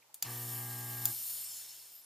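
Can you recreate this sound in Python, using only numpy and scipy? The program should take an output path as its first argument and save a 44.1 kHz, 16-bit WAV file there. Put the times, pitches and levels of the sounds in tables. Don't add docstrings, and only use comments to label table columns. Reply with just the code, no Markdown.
import sys
import numpy as np
from scipy import signal
from scipy.fft import rfft, irfft
from scipy.io import wavfile
from scipy.ndimage import uniform_filter1d

SR = 44100
rng = np.random.default_rng(int(sys.argv[2]) if len(sys.argv) > 2 else 0)


def store_wav(level_fs):
    pcm = np.round(np.clip(np.atleast_2d(level_fs), -1, 1) * 32767)
    wavfile.write(sys.argv[1], SR, pcm.T.astype(np.int16))


def how_loud(loudness_db):
    steps = np.asarray(loudness_db, float) / 20
    return 10 ** steps


N = 90404
T = np.arange(N) / SR
MAINS_HZ = 60.01

# multiple of mains, level building vacuum/dB, level once loaded/dB
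PUMP_STROKES = [(1, -43, -33), (2, 1, 1.5), (2.97, -25, -21.5), (4.13, -12, -12), (5, -19, -17.5),
                (6.1, -13, -15), (7, -23.5, -22), (8, -15.5, -22.5), (9, -26, -31), (9.9, -27.5, -27.5),
                (11, -25, -21), (11.9, -17.5, -18), (13, -18.5, -16.5), (13.8, -27, -11.5), (15, -19, -34),
                (15.9, -17.5, -20), (18, -34, -25), (18.9, -18.5, -16), (20, -16.5, -17), (21, -31, -23.5),
                (22, -30, -31), (26, -16, -40), (27, -29, -9), (28, -19, -33), (29, -28, -20.5),
                (30, -14, -28), (31, -18.5, -18), (32, -23, -30), (35, -36, -18.5), (38, -22, -27.5)]
# t/s, level/dB
PUMP_DRIVE = [(.225, -55), (.244, -20.5), (.266, -3.5), (.295, -1), (.6, -0.8), (1.09, -2.1), (1.116, -5),
              (1.132, -22), (1.15, -18), (1.19, -22), (1.215, -34), (1.3, -80)]
# f/Hz, level/dB
RATTLE_SPECTRUM = [(60, -11), (200, 2.5), (500, -13), (900, 6.5), (1400, -10), (1800, 6), (2500, -4),
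                   (4000, -8.5)]
# t/s, f/Hz, peak level/dB, ring/s
CASING_KNOCKS = [(.234, 163, -48.5, 0.048), (.24, 340, -54, 0.046), (.257, 1146, -47, 0.032),
                 (.29, 1165, -49.5, 0.065), (1.095, 343, -54.5, 0.11), (1.098, 1174, -64, 0.049),
                 (1.118, 852, -49, 0.022), (1.138, 884, -56.5, 0.042), (1.15, 370, -68, 0.064),
                 (1.115, 222, -52, 0.045), (1.137, 198, -64, 0.048), (1.2, 244, -62.5, 0.048)]
# t/s, hiss level/dB, tilt/(dB per octave)
AIR_FLOW = [(.225, -78, -1), (0.246, -51, -11.5), (.29, -46, -2), (.34, -43, -1.3), (.56, -42, -0.5),
            (.78, -44.5, -1.35), (1.042, -42.5, -0.3), (1.09, -40, -0.4), (1.2, -40, 1.5),
            (1.3, -40.5, 1.1), (1.41, -44, 0.8), (1.55, -47, -0.4), (1.75, -51.5, -1.5), (1.9, -55.5, -1.1),
            (2.05, -63, -1)]
# f/Hz, density level/dB
JET_SPECTRUM = [(80, -43), (350, -21.5), (1500, -16), (2600, -14.5), (3200, -12), (6000, -9.5), (9000, -5),
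                (12000, -5), (15500, -6)]
# f/Hz, width/Hz, lift at full flow/dB, lift once the flow sags/dB
TUBE_MODES = [(2990, 530, 6, 5.5), (4240, 570, 4, 7), (5300, 460, 7, 10), (6990, 710, 6, 6.5),
              (8360, 400, 4, 5), (9280, 600, 9, 4.5), (10300, 520, -1, -3), (11770, 470, 6.5, 1.5),
              (12590, 860, 13.5, 5), (13620, 590, 8.5, 5.5), (15000, 670, 7.5, 0)]
# start t/s, length/s, from f/Hz, to f/Hz, level/dB
EDGE_WHISTLES = [
    (1.31, 0.17, 15000, 11350, -49.5),
    (1.47, 0.183, 10900, 9200, -55.5),
    (1.44, 0.17, 5500, 5080, -58.5),
    (1.68, 0.17, 5560, 4460, -66),
    (1.89, 0.13, 5200, 5050, -68.5),
]
# start t/s, length/s, from f/Hz, to f/Hz, level/dB
BREATHY_SIGHS = [
    (1.25, 0.24, 10200, 8400, -49),
    (1.43, 0.18, 7750, 6800, -54),
    (1.677, 0.12, 7700, 6900, -65.5),
    (1.91, 0.11, 14100, 12000, -55.5),
    (2.02, 0.045, 10300, 9700, -63),
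]
# t/s, peak level/dB, snap length/s, ring width/Hz, tail level/dB
TRIGGER_CLICKS = [
    (.1427, -32.5, 0.0024, 690, -14.5),
    (.2247, -17.5, 0.0023, 820, -16.5),
    (1.0548, -11.5, 0.00026, 400, -19),
]
# f/Hz, level in each of the three clicks/dB
TRIGGER_PARTS = [(860, -46, -23, -34), (2080, -33, -17, -41), (3440, -28, -12.5, -17), (4840, -7, 0.5, -14),
                 (6340, -20, -2, -17), (7090, -2.5, 0, -5.5), (8770, 3, -4, -16), (10870, 1.5, -3, -10.5),
                 (12800, 2, 2, -10), (13970, 0, -4, 0), (16100, -30, -32, -20)]
# t/s, f/Hz, peak level/dB, ring/s
BENCH_TAPS = [
    (.022, 2390, -55, 0.0054),
    (0.0265, 2420, -54, 0.0075),
    (.029, 2060, -54.5, 0.0056),
    (0.0945, 850, -57, 0.012),
    (.102, 1000, -63, .008),
    (.044, 900, -60, 0.01),
]
# f/Hz, density level/dB
ROOM_SPECTRUM = [(25, -30), (200, -6), (400, -1), (850, 2), (1800, -3.5), (8000, -4.5), (9000, -7),
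                 (14500, -6)]
# f/Hz, level/dB
ROOM_SIDE = [(100, -7), (300, -9.5), (4000, -7.0), (8000, -5.5)]
# f/Hz, side level/dB
SIDE_SPECTRUM = [(110, -59), (200, -22), (700, -16), (1300, -14), (2400, -16), (4400, -22), (6200, -10),
                 (8500, -4), (10800, 0), (12200, -8)]
# f/Hz, left minus right level/dB
LEAN_SPECTRUM = [(60, 0), (350, 0.6), (700, -1.5), (1650, -0.5), (4970, 0), (9000, 0), (15000, 1.8)]


def pump_load():
    loaded_s, loading_s = 0.49, 0.063
    return 1 / (1 + np.exp(-(T - loaded_s) / loading_s))


def pump_strokes():
    load = pump_load()
    overtones_stop_s, overtones_db_per_s = 1.108, -450
    coast_db = overtones_db_per_s * np.maximum(T - overtones_stop_s, 0)
    lines = np.zeros(N)
    for multiple, building_db, loaded_db in PUMP_STROKES:
        harmonic = round(multiple)
        overtone = harmonic != 2
        level_db = building_db + (loaded_db - building_db) * load + overtone * coast_db
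        level_db = level_db + 0.7 * min(multiple / 10, 2) * wander(size=900)
        cycles = harmonic * MAINS_HZ * T + rng.random() * overtone
        lines += how_loud(level_db) * np.sin(2 * np.pi * cycles)
    return np.sqrt(2) * how_loud(-47.5) * lines


def casing_rattle():
    beat = 1 + 0.37 * np.cos(2 * np.pi * MAINS_HZ * T)
    kick_db, kick_s = 13, 0.068
    kick = how_loud(kick_db * np.exp(-((T - .28) / kick_s) ** 2))
    return how_loud(-62) * kick * evened(coloured(beat * rng.standard_normal(N), RATTLE_SPECTRUM))


def casing_hum():
    ring_db, ring_db_per_s, idle_db = -70, -24.5, -90.5
    fade_in = np.clip((T - 1.17) / 0.14, 0, 1)
    level = how_loud(ring_db + ring_db_per_s * (T - 1.21)) * fade_in + how_loud(idle_db) * (T < 1)
    return np.sqrt(2) * level * how_loud(0.5 * wander(size=2000)) * np.sin(2 * np.pi * 2 * MAINS_HZ * T)


def pump():
    drive = how_loud(np.interp(T, *np.transpose(PUMP_DRIVE), left=-120, right=-120))
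    rattle_drive = uniform_filter1d(drive, size=2500) * (T > PUMP_DRIVE[1][0])
    return drive * pump_strokes() + rattle_drive * casing_rattle() + casing_hum() + taps(CASING_KNOCKS)


def nozzle():
    hop, size = 128, 512
    frames, hz = N // hop + 5, np.fft.rfftfreq(size, 1 / SR)[:, None]
    real, imag, patches = rng.standard_normal((frames, size // 2 + 1, 3)).T
    patches = uniform_filter1d(uniform_filter1d(patches, size=5, axis=0), size=22, axis=1)
    patch_db = 1.5 * evened(patches)
    flow_s, level_db, tilt = np.transpose(AIR_FLOW)
    t = np.arange(frames) * hop / SR
    sag_s, sagging_s = 1.267, 0.069
    sag = 1 / (1 + np.exp(-(t - sag_s) / sagging_s))
    lift = 0
    for mode_hz, width_hz, full_db, sagged_db in TUBE_MODES:
        mode_db = full_db + (sagged_db - full_db) * sag
        lift = lift + mode_db / (1 + (2 * (hz - mode_hz) / width_hz) ** 2)
    slope = np.interp(t, flow_s, tilt) * np.log2(np.maximum(hz, 2500) / 8000)
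    gain = how_loud(read(JET_SPECTRUM, hz) + lift + slope)
    gain = gain / np.sqrt((gain ** 2).mean(0))
    spectrum = (real + 1j * imag) * gain * how_loud(patch_db)
    hiss = evened(signal.istft(spectrum, nperseg=size, noverlap=size - hop)[1][:N])
    return hiss * how_loud(np.interp(T, flow_s, level_db, left=-120) + 0.54 * wander(size=150))


def whistles(rows, width_hz):
    out = np.zeros(N)
    for s, length, from_hz, to_hz, db in rows:
        u = np.arange(0, length, 1 / SR) / length
        hz = from_hz + (to_hz - from_hz) * u
        tone = resonate_twice(rng.standard_normal(N)[:len(u)], hz, width_hz, width_hz)
        swell = np.sin(np.pi * u) ** 0.35
        waver = how_loud(1.5 * wander(size=300)[:len(u)])
        add(out, s, how_loud(db) * swell * evened(tone) * waver)
    return out


def trigger():
    out, t = np.zeros(N), np.arange(6000) / SR
    no_thump = signal.butter(6, 720, "high", fs=SR, output="sos")
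    creep_s, creep_db = .003, -30
    tail_s, tail_width_hz = .03, 2400
    linger_db, linger_s = -14.5, 0.31
    tail_decay = how_loud(-60 * t / tail_s) + how_loud(linger_db - 60 * t / linger_s)
    for k, (s, peak_db, snap_s, width_hz, tail_db) in enumerate(TRIGGER_CLICKS):
        knock, noise = rng.standard_normal((2, len(t)))
        knock = np.sign(knock) * np.exp(-(t / snap_s) ** 3)
        snap, scatter = np.zeros(len(t)), np.zeros(len(t))
        for part in TRIGGER_PARTS:
            hz, level = part[0], how_loud(part[1 + k])
            snap += level * evened(resonate_twice(knock, hz, width_hz, 2 * width_hz))
            scatter += level * resonate_twice(noise, hz, tail_width_hz, tail_width_hz)
        scatter = evened(scatter)
        tail = scatter * how_loud(tail_db) * tail_decay
        click = snap / abs(snap).max() + tail
        add(out, s, how_loud(peak_db) * signal.sosfilt(no_thump, click))
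        creep = np.arange(0, creep_s, 1 / SR) / creep_s
        add(out, s - creep_s, how_loud(peak_db + creep_db) * creep * scatter[-len(creep):])
    return out


def taps(rows):
    out, t = np.zeros(N), np.arange(8000) / SR
    for s, hz, db, ring_s in rows:
        swell = np.minimum(t * hz / 2, 1)
        add(out, s, how_loud(db - 60 * t / ring_s / 2) * swell * np.sin(2 * np.pi * hz * t))
    return out


def echoes(x, ring_s):
    t = np.arange(8000) / SR
    sign = rng.choice([-1., 1.], len(t))
    sparse = rng.random(len(t)) < .1
    tail = sign * sparse * how_loud(-60 * t / ring_s / 2) * (t > .0008)
    return signal.oaconvolve(x, tail / np.linalg.norm(tail))[:N]


def room_air():
    air, side = (how_loud(-69) * evened(coloured(rng.standard_normal(N), ROOM_SPECTRUM)) for _ in range(2))
    return air, how_loud(6.5) * coloured(side, ROOM_SIDE)


def evened(x):
    return x / np.sqrt(np.mean(x ** 2) + 1e-20)


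def read(points, hz):
    f, value = np.transpose(points)
    return np.interp(np.log(hz + 1), np.log(f + 1), value)


def add(mix, s, sound):
    part = mix[round(s * SR):][:len(sound)]
    part += sound[:len(part)]


def coloured(x, points):
    return irfft(rfft(x) * how_loud(read(points, np.fft.rfftfreq(N, 1 / SR))), N)


def wander(size):
    return evened(uniform_filter1d(uniform_filter1d(rng.standard_normal(N), size), size))


def resonate(x, hz, width_hz):
    turn = np.exp(2j * np.pi * np.cumsum(hz * np.ones(len(x))) / SR)
    r = np.exp(-np.pi * width_hz / SR)
    return 2 * (turn * signal.lfilter([1 - r], [1, -r], x / turn)).real


def resonate_twice(x, hz, first_width_hz, second_width_hz):
    return resonate(resonate(x, hz, first_width_hz), hz, second_width_hz)


def scene():
    motor = pump()
    near = nozzle() + whistles(EDGE_WHISTLES, 340) + whistles(BREATHY_SIGHS, 1250)
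    near = near + trigger() + taps(BENCH_TAPS)
    mid = motor + near + how_loud(-10) * echoes(near, ring_s=.013)
    side = coloured(echoes(motor + near, ring_s=.09), SIDE_SPECTRUM)
    lean = np.array(LEAN_SPECTRUM) * [1, .5]
    air, air_side = room_air()
    left = coloured(mid + side, lean) + air + air_side
    right = coloured(mid - side, lean * [1, -1]) + air - air_side
    return np.array([left, right])


def low_passed(x, hz):
    taper = signal.firwin(1023, hz, window=("kaiser", 9), fs=SR)
    return signal.oaconvolve(x, taper[None], "same")


def low_pass(x):
    return signal.sosfilt(signal.butter(12, 16650, fs=SR, output="sos"), x)


def record(dry):
    low, full = low_passed(dry, 15380), low_passed(dry, 16650)
    power = (dry ** 2).mean(0) + 1e-12
    sudden_db = 11
    usual = uniform_filter1d(power, size=4000) / 3
    sudden = uniform_filter1d(power, size=130) > how_loud(2 * sudden_db) * usual
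    widened = np.clip(uniform_filter1d(sudden * 1., size=300) * 9, 0, 1)
    gate = uniform_filter1d(widened, size=100)
    return low_pass(low + gate * (full - low))


dry = scene()
out = record(dry)
store_wav(out)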